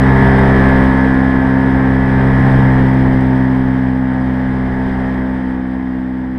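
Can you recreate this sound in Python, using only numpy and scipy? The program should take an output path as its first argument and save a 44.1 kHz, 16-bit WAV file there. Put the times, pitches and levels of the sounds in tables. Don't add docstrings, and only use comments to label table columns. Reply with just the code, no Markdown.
import sys
import numpy as np
from scipy import signal
from scipy.fft import rfft, irfft, next_fast_len
from scipy.io import wavfile

SR = 44100
rng = np.random.default_rng(int(sys.argv[2]) if len(sys.argv) > 2 else 0)


def transcribe(u):
    v = np.clip(np.atleast_2d(u).T, -1, 1)
    q = np.round(v * 32767).astype(np.int16)
    wavfile.write(sys.argv[1], SR, q)


N = 281358


def from_db(db):
    return 10 ** (np.asarray(db) / 20)


def rms_one(x):
    return x / np.sqrt(np.mean(x ** 2) + 1e-20)


def in_time(rows):
    s, *columns = np.transpose(rows)
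    return [np.interp(np.arange(N) / SR, s, column) for column in columns]


def at_hz(points, hz):
    points = np.array(points)
    return np.interp(np.log(hz), np.log(points[:, 0]), points[:, 1])


def drift(rate):
    step = 40
    r = np.exp(-2 * step * np.pi * rate / SR)
    raw = rng.standard_normal(N // step + 2002)
    slow = signal.lfilter([1], [1, -2 * r, r * r], raw)[2000:]
    return np.interp(np.arange(N) / step, np.arange(len(slow)), rms_one(slow))


def swells(events):
    t = np.arange(N) / SR
    lift = 0
    for s, length, lift_db in events:
        place = np.clip((t - s) / length, -.5, .5)
        lift = lift + lift_db * np.cos(np.pi * place) ** 2
    return lift


def noise(spectrum):
    size = next_fast_len(N)
    hz = np.maximum(np.fft.rfftfreq(size, 1 / SR), 1)
    gain = from_db(at_hz(spectrum, hz))
    gain = gain * np.minimum(spectrum[-1][0] / hz, 1) ** 4
    gain = gain * np.minimum(hz / spectrum[0][0], 1)
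    white = rng.standard_normal(size)
    return rms_one(irfft(rfft(white) * gain, size)[:N])


def tone(cycles, flutter=0, flutter_rate=9):
    angle = 2 * np.pi * cycles
    in_phase = (1 + flutter * drift(flutter_rate)) * np.cos(angle)
    sideways = flutter * drift(flutter_rate) * np.sin(angle)
    return np.sqrt(2 / (1 + 2 * flutter ** 2)) * (in_phase + sideways)


def beating(overtones, firings, passes, flutter):
    out = 0
    for k, engine_db, blade_db in overtones:
        k, scatter = round(k), rng.random()
        out = out + from_db(engine_db) * tone(k * firings + scatter, flutter)
        out = out + from_db(blade_db) * tone(2 * k * passes + scatter, flutter)
    return out


def gained(firings, passes, s):
    return np.interp(s * SR, np.arange(N), firings - 2 * passes)


WASH_DB, RASP_DB, HISS_DB, WHINE_DB, WIND_DB = -26.5, -35.5, -47.5, -39, -30
RASP_FOLLOWS, WHINE_FOLLOWS, WIND_FOLLOWS = 1.03, 1.12, 0.85
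SKEW = -0.18

# multiple of the firing rate, plus multiple of the blade rate, level in dB at loudness 0,
# dB gained for each dB of loudness, time in seconds when it is in step with the nearest thrum overtone.
BOOM_TONES = [(1, 0, -27, 1.2, 3.15), (2, 0, -16.5, .5, 3.655), (3, 0, -36.5, 1.49, 3.406),
              (1, 2, -35.5, .5, 4.1), (1, 3, -37, -0.6, 2.56), (2, 1, -47.5, 1.9, 3.45),
              (3, -1, -43, -0.3, 2.72)]
# multiple of the firing rate, level in dB relative to the wash,
# level in dB of the blade overtone beside it, also relative to the wash.
EXHAUST_TONES = [(4, -11.5, -23), (5, -11.5, -19.5), (6, -13.5, -23), (7, -9.5, -18), (9, -20.5, -28)]
# multiple of the firing rate, level in dB relative to the whine,
# level in dB of the blade overtone beside it, also relative to the whine.
WHINE_TONES = [(8, -2, -15.5), (10, -11, -16), (11, -8.5, -16.5), (12, -3, -7), (13, 4.05, -14.5)]
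# time in seconds, lift in dB.
WHINE_LIFT_CURVE = [(0.0, 0.5), (0.4, 0), (1.15, 4.0), (2.0, 1.5), (2.65, -1.5), (3.0, -7.5), (3.5, -1.5),
                    (4.7, -0.7), (6.38, -2.5)]
# multiple of the firing rate, level in dB relative to the rasp,
# level in dB of the blade overtone beside it, also relative to the rasp.
RASP_TONES = [(14, -8.5, -10.5), (15, -5.5, -19), (16, -12, -21), (17, -23.5, -21), (18, -25.5, -29.5),
              (20, -33, -34.5), (22, -30.5, -33.5), (24, -27, -29), (25, -29.5, -33), (28, -26.5, -37.5),
              (31, -38.5, -42.5), (38, -35, -39), (39, -39, -41)]
# time of the height in seconds, length in seconds,
# full lift in dB, which exhaust and rasp take only in part.
ENGINE_SURGES = [(0.7, 0.32, 1.5), (2.65, .4, 2), (5.04, 0.18, 2.5)]


def engine(firings, passes, loud_db):
    boom = 0
    for k, blades, db, follows, s in BOOM_TONES:
        in_step = firings - gained(firings, passes, s)
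        cycles = round(k) * in_step + round(blades) * passes
        boom = boom + from_db(db + follows * loud_db) * tone(cycles + SKEW, flutter=0.048)
    surge_db = swells(ENGINE_SURGES)
    exhaust_db = WASH_DB + loud_db + 0.76 * surge_db
    exhaust = from_db(exhaust_db) * beating(EXHAUST_TONES, firings, passes, flutter=0.22)
    whine_db = WHINE_DB + WHINE_FOLLOWS * loud_db + in_time(WHINE_LIFT_CURVE)[0] + surge_db
    whine = from_db(whine_db) * beating(WHINE_TONES, firings, passes, flutter=0.11)
    rasp_db = RASP_DB + RASP_FOLLOWS * loud_db + 0.6 * surge_db
    rasp = from_db(rasp_db) * beating(RASP_TONES, firings, passes, flutter=0.31)
    return boom + exhaust + whine + rasp


# multiple of the blade rate, level in dB at loudness 0,
# dB gained for each dB of loudness.
THRUM_TONES = [(1, -24, 0.85), (2, -20, 1.2), (3, -20, 0.68), (4, -28.5, 1), (5, -35, 0.5), (6, -40, 1.45)]
# frequency in Hz, level in dB relative to the wash.
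BLADE_SPECTRUM = [(230, -6.5), (330, -20.5), (460, -9), (590, -11.5), (720, -12.5), (855, -10.5),
                  (980, -23.5), (1150, -17), (1400, -20.5), (1640, -17), (1880, -14.5), (2050, -28),
                  (2350, -26.5), (2600, -43)]


def propeller(passes, blade_hz, loud_db, uneven_db=-5.5):
    thrum = 0
    for k, db, follows in THRUM_TONES:
        thrum = thrum + from_db(db + follows * loud_db) * tone(round(k) * passes + SKEW, flutter=0.046)
    buzz = 0
    for k in np.arange(7, 40, 2):
        gain = from_db(at_hz(BLADE_SPECTRUM, k * blade_hz))
        buzz = buzz + gain * tone(k * passes + rng.random(), flutter=0.22, flutter_rate=4.0)
    wobble = 0
    for k in np.array([3, 10, 11, 17, 24, 25, 26, 27, 28, 29, 31, 33, 34, 35]) + .5:
        gain = from_db(at_hz(BLADE_SPECTRUM, k * blade_hz) + uneven_db)
        wobble = wobble + gain * tone(k * passes + rng.random(), flutter=0.65, flutter_rate=9.3)
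    return thrum + from_db(WASH_DB + loud_db) * (buzz + wobble)


def stroke(cycles, sharpness):
    peak = np.exp(sharpness * np.cos(2 * np.pi * cycles))
    return (peak - peak.mean()) / peak.max()


# frequency in Hz, width in Hz, lift in dB.
CASE_RESONANCES = [(5000, 630, 4), (8310, 490, 10.5), (10400, 180, 2.5), (12900, 370, 11)]


def case(x):
    for hz, width_hz, lift_db in CASE_RESONANCES:
        r = np.exp(-np.pi * width_hz / SR)
        top = np.array([1, 0, -1]) * (1 - r * r) / 2
        bottom = [1, -2 * r * np.cos(2 * np.pi * hz / SR), r * r]
        band = signal.lfilter(top, bottom, x)
        x = x + (from_db(lift_db) - 1) * band
    return x


# frequency in Hz, level in dB per Hz.
WIND_SPECTRUM = [(12, -12.5), (24, 2), (40, -1.5), (80, -2), (120, -5), (200, -16), (400, -25.5),
                 (900, -49.5)]
WASH_SPECTRUM = [(50, -8.5), (110, 0.5), (200, 4), (330, 4), (450, 2), (600, -3), (830, 0.5), (1020, -1),
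                 (1200, -9), (1450, -7.5), (1800, -5), (2050, -7), (2300, -17), (2700, -36.5)]
HISS_SPECTRUM = [(1800, -20), (2400, 0.5), (2700, -2.5), (3250, 0), (3800, -8), (4400, -13), (5300, -14),
                 (5750, -21), (6250, -20), (7000, -28), (9000, -26.5), (11000, -29), (12200, -34.5),
                 (15000, -38.5)]
# time of the height in seconds, length in seconds, lift in dB.
WIND_GUSTS = [(2.45, 1, 7.5), (3.12, .4, 5.5), (4.8, 1.0, 4.5)]


def rushing_air(firings, passes, loud_db, chuff=0.52, chop=0.091):
    pulsing = 1 + chuff * stroke(firings, sharpness=9.9) + chop * stroke(passes, sharpness=1.1)
    wind_db = WIND_DB + WIND_FOLLOWS * loud_db + swells(WIND_GUSTS) + 1.0 * drift(4.1)
    wind = from_db(wind_db) * noise(WIND_SPECTRUM)
    wash = from_db(WASH_DB + loud_db + 1.0 * drift(14)) * noise(WASH_SPECTRUM)
    hiss = from_db(HISS_DB + loud_db + 0.62 * drift(11)) * noise(HISS_SPECTRUM)
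    return wind + pulsing * (wash + case(hiss))


# time in seconds, peak in dB before the case rings.
SHARP_TICKS = [(0.1754, -33), (0.3894, -32), (0.6894, -35), (0.7144, -34), (0.7774, -38), (0.8394, -32),
               (0.9752, -33), (1.1433, -33), (2.4663, -35), (3.2094, -36)]


def ticking(firings, hiss_db, buzz_db=-4.5, spread_db=3.0):
    at = np.flatnonzero(np.diff(np.floor(firings)) > 0)
    uneven_db = spread_db * np.clip(rng.standard_normal(len(at)), -2, 2)
    clicks = np.zeros(N)
    clicks[at] = from_db(hiss_db[at] + buzz_db + uneven_db)
    for s, db in SHARP_TICKS:
        clicks[round(s * SR)] += from_db(db)
    treble = signal.butter(1, [2500, 7000], "band", fs=SR, output="sos")
    snap = signal.sosfilt(treble, signal.unit_impulse(64))
    return case(np.convolve(clicks, snap / snap.max())[:N])


REDUCTION = 4.0068
# time in seconds, firings per second.
SPEED_CURVE = [(0.0, 131.7), (0.25, 132.0), (0.6, 131.85), (0.8, 131.2), (1.35, 130.85), (1.75, 131.7),
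               (2.4, 131.1), (2.8, 130.5), (3.0, 130.45), (3.38, 129.6), (3.65, 129.7), (4.22, 128.88),
               (4.6, 128.92), (4.95, 129.3), (5.2, 129.05), (5.5, 128.45), (5.85, 129.0), (6.38, 127.85)]
# time in seconds, loudness in dB.
LOUDNESS_CURVE = [(0.0, 6), (0.2, 8), (0.62, 8), (1.0, 4.6), (1.4, 2.5), (2.0, 2.5), (2.55, 5), (3.2, 1.46),
                  (4.0, -3), (4.4, -2), (5.05, -1.5), (5.6, -6.5), (6.38, -10)]


def scene():
    firing_hz, = in_time(SPEED_CURVE)
    loud_db, = in_time(LOUDNESS_CURVE)
    turns = np.cumsum(firing_hz) / SR + 0.0021 * drift(8.3)
    firings = turns - .13
    passes = 2 * turns / REDUCTION - .11
    blade_hz = 2 * firing_hz.mean() / REDUCTION
    motor = engine(firings, passes, loud_db) + propeller(passes, blade_hz, loud_db)
    air = rushing_air(firings, passes, loud_db)
    return (motor + air + ticking(firings, HISS_DB + loud_db))[None]


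CUTOFF_HZ = 15200


def record(dry):
    rounded = dry / (1 + (dry / 1.05) ** 8) ** (1 / 8)
    lowpass = signal.ellip(10, .1, 70, CUTOFF_HZ, fs=SR, output="sos")
    return signal.sosfilt(lowpass, rounded)


dry = scene()
out = record(dry)
transcribe(out)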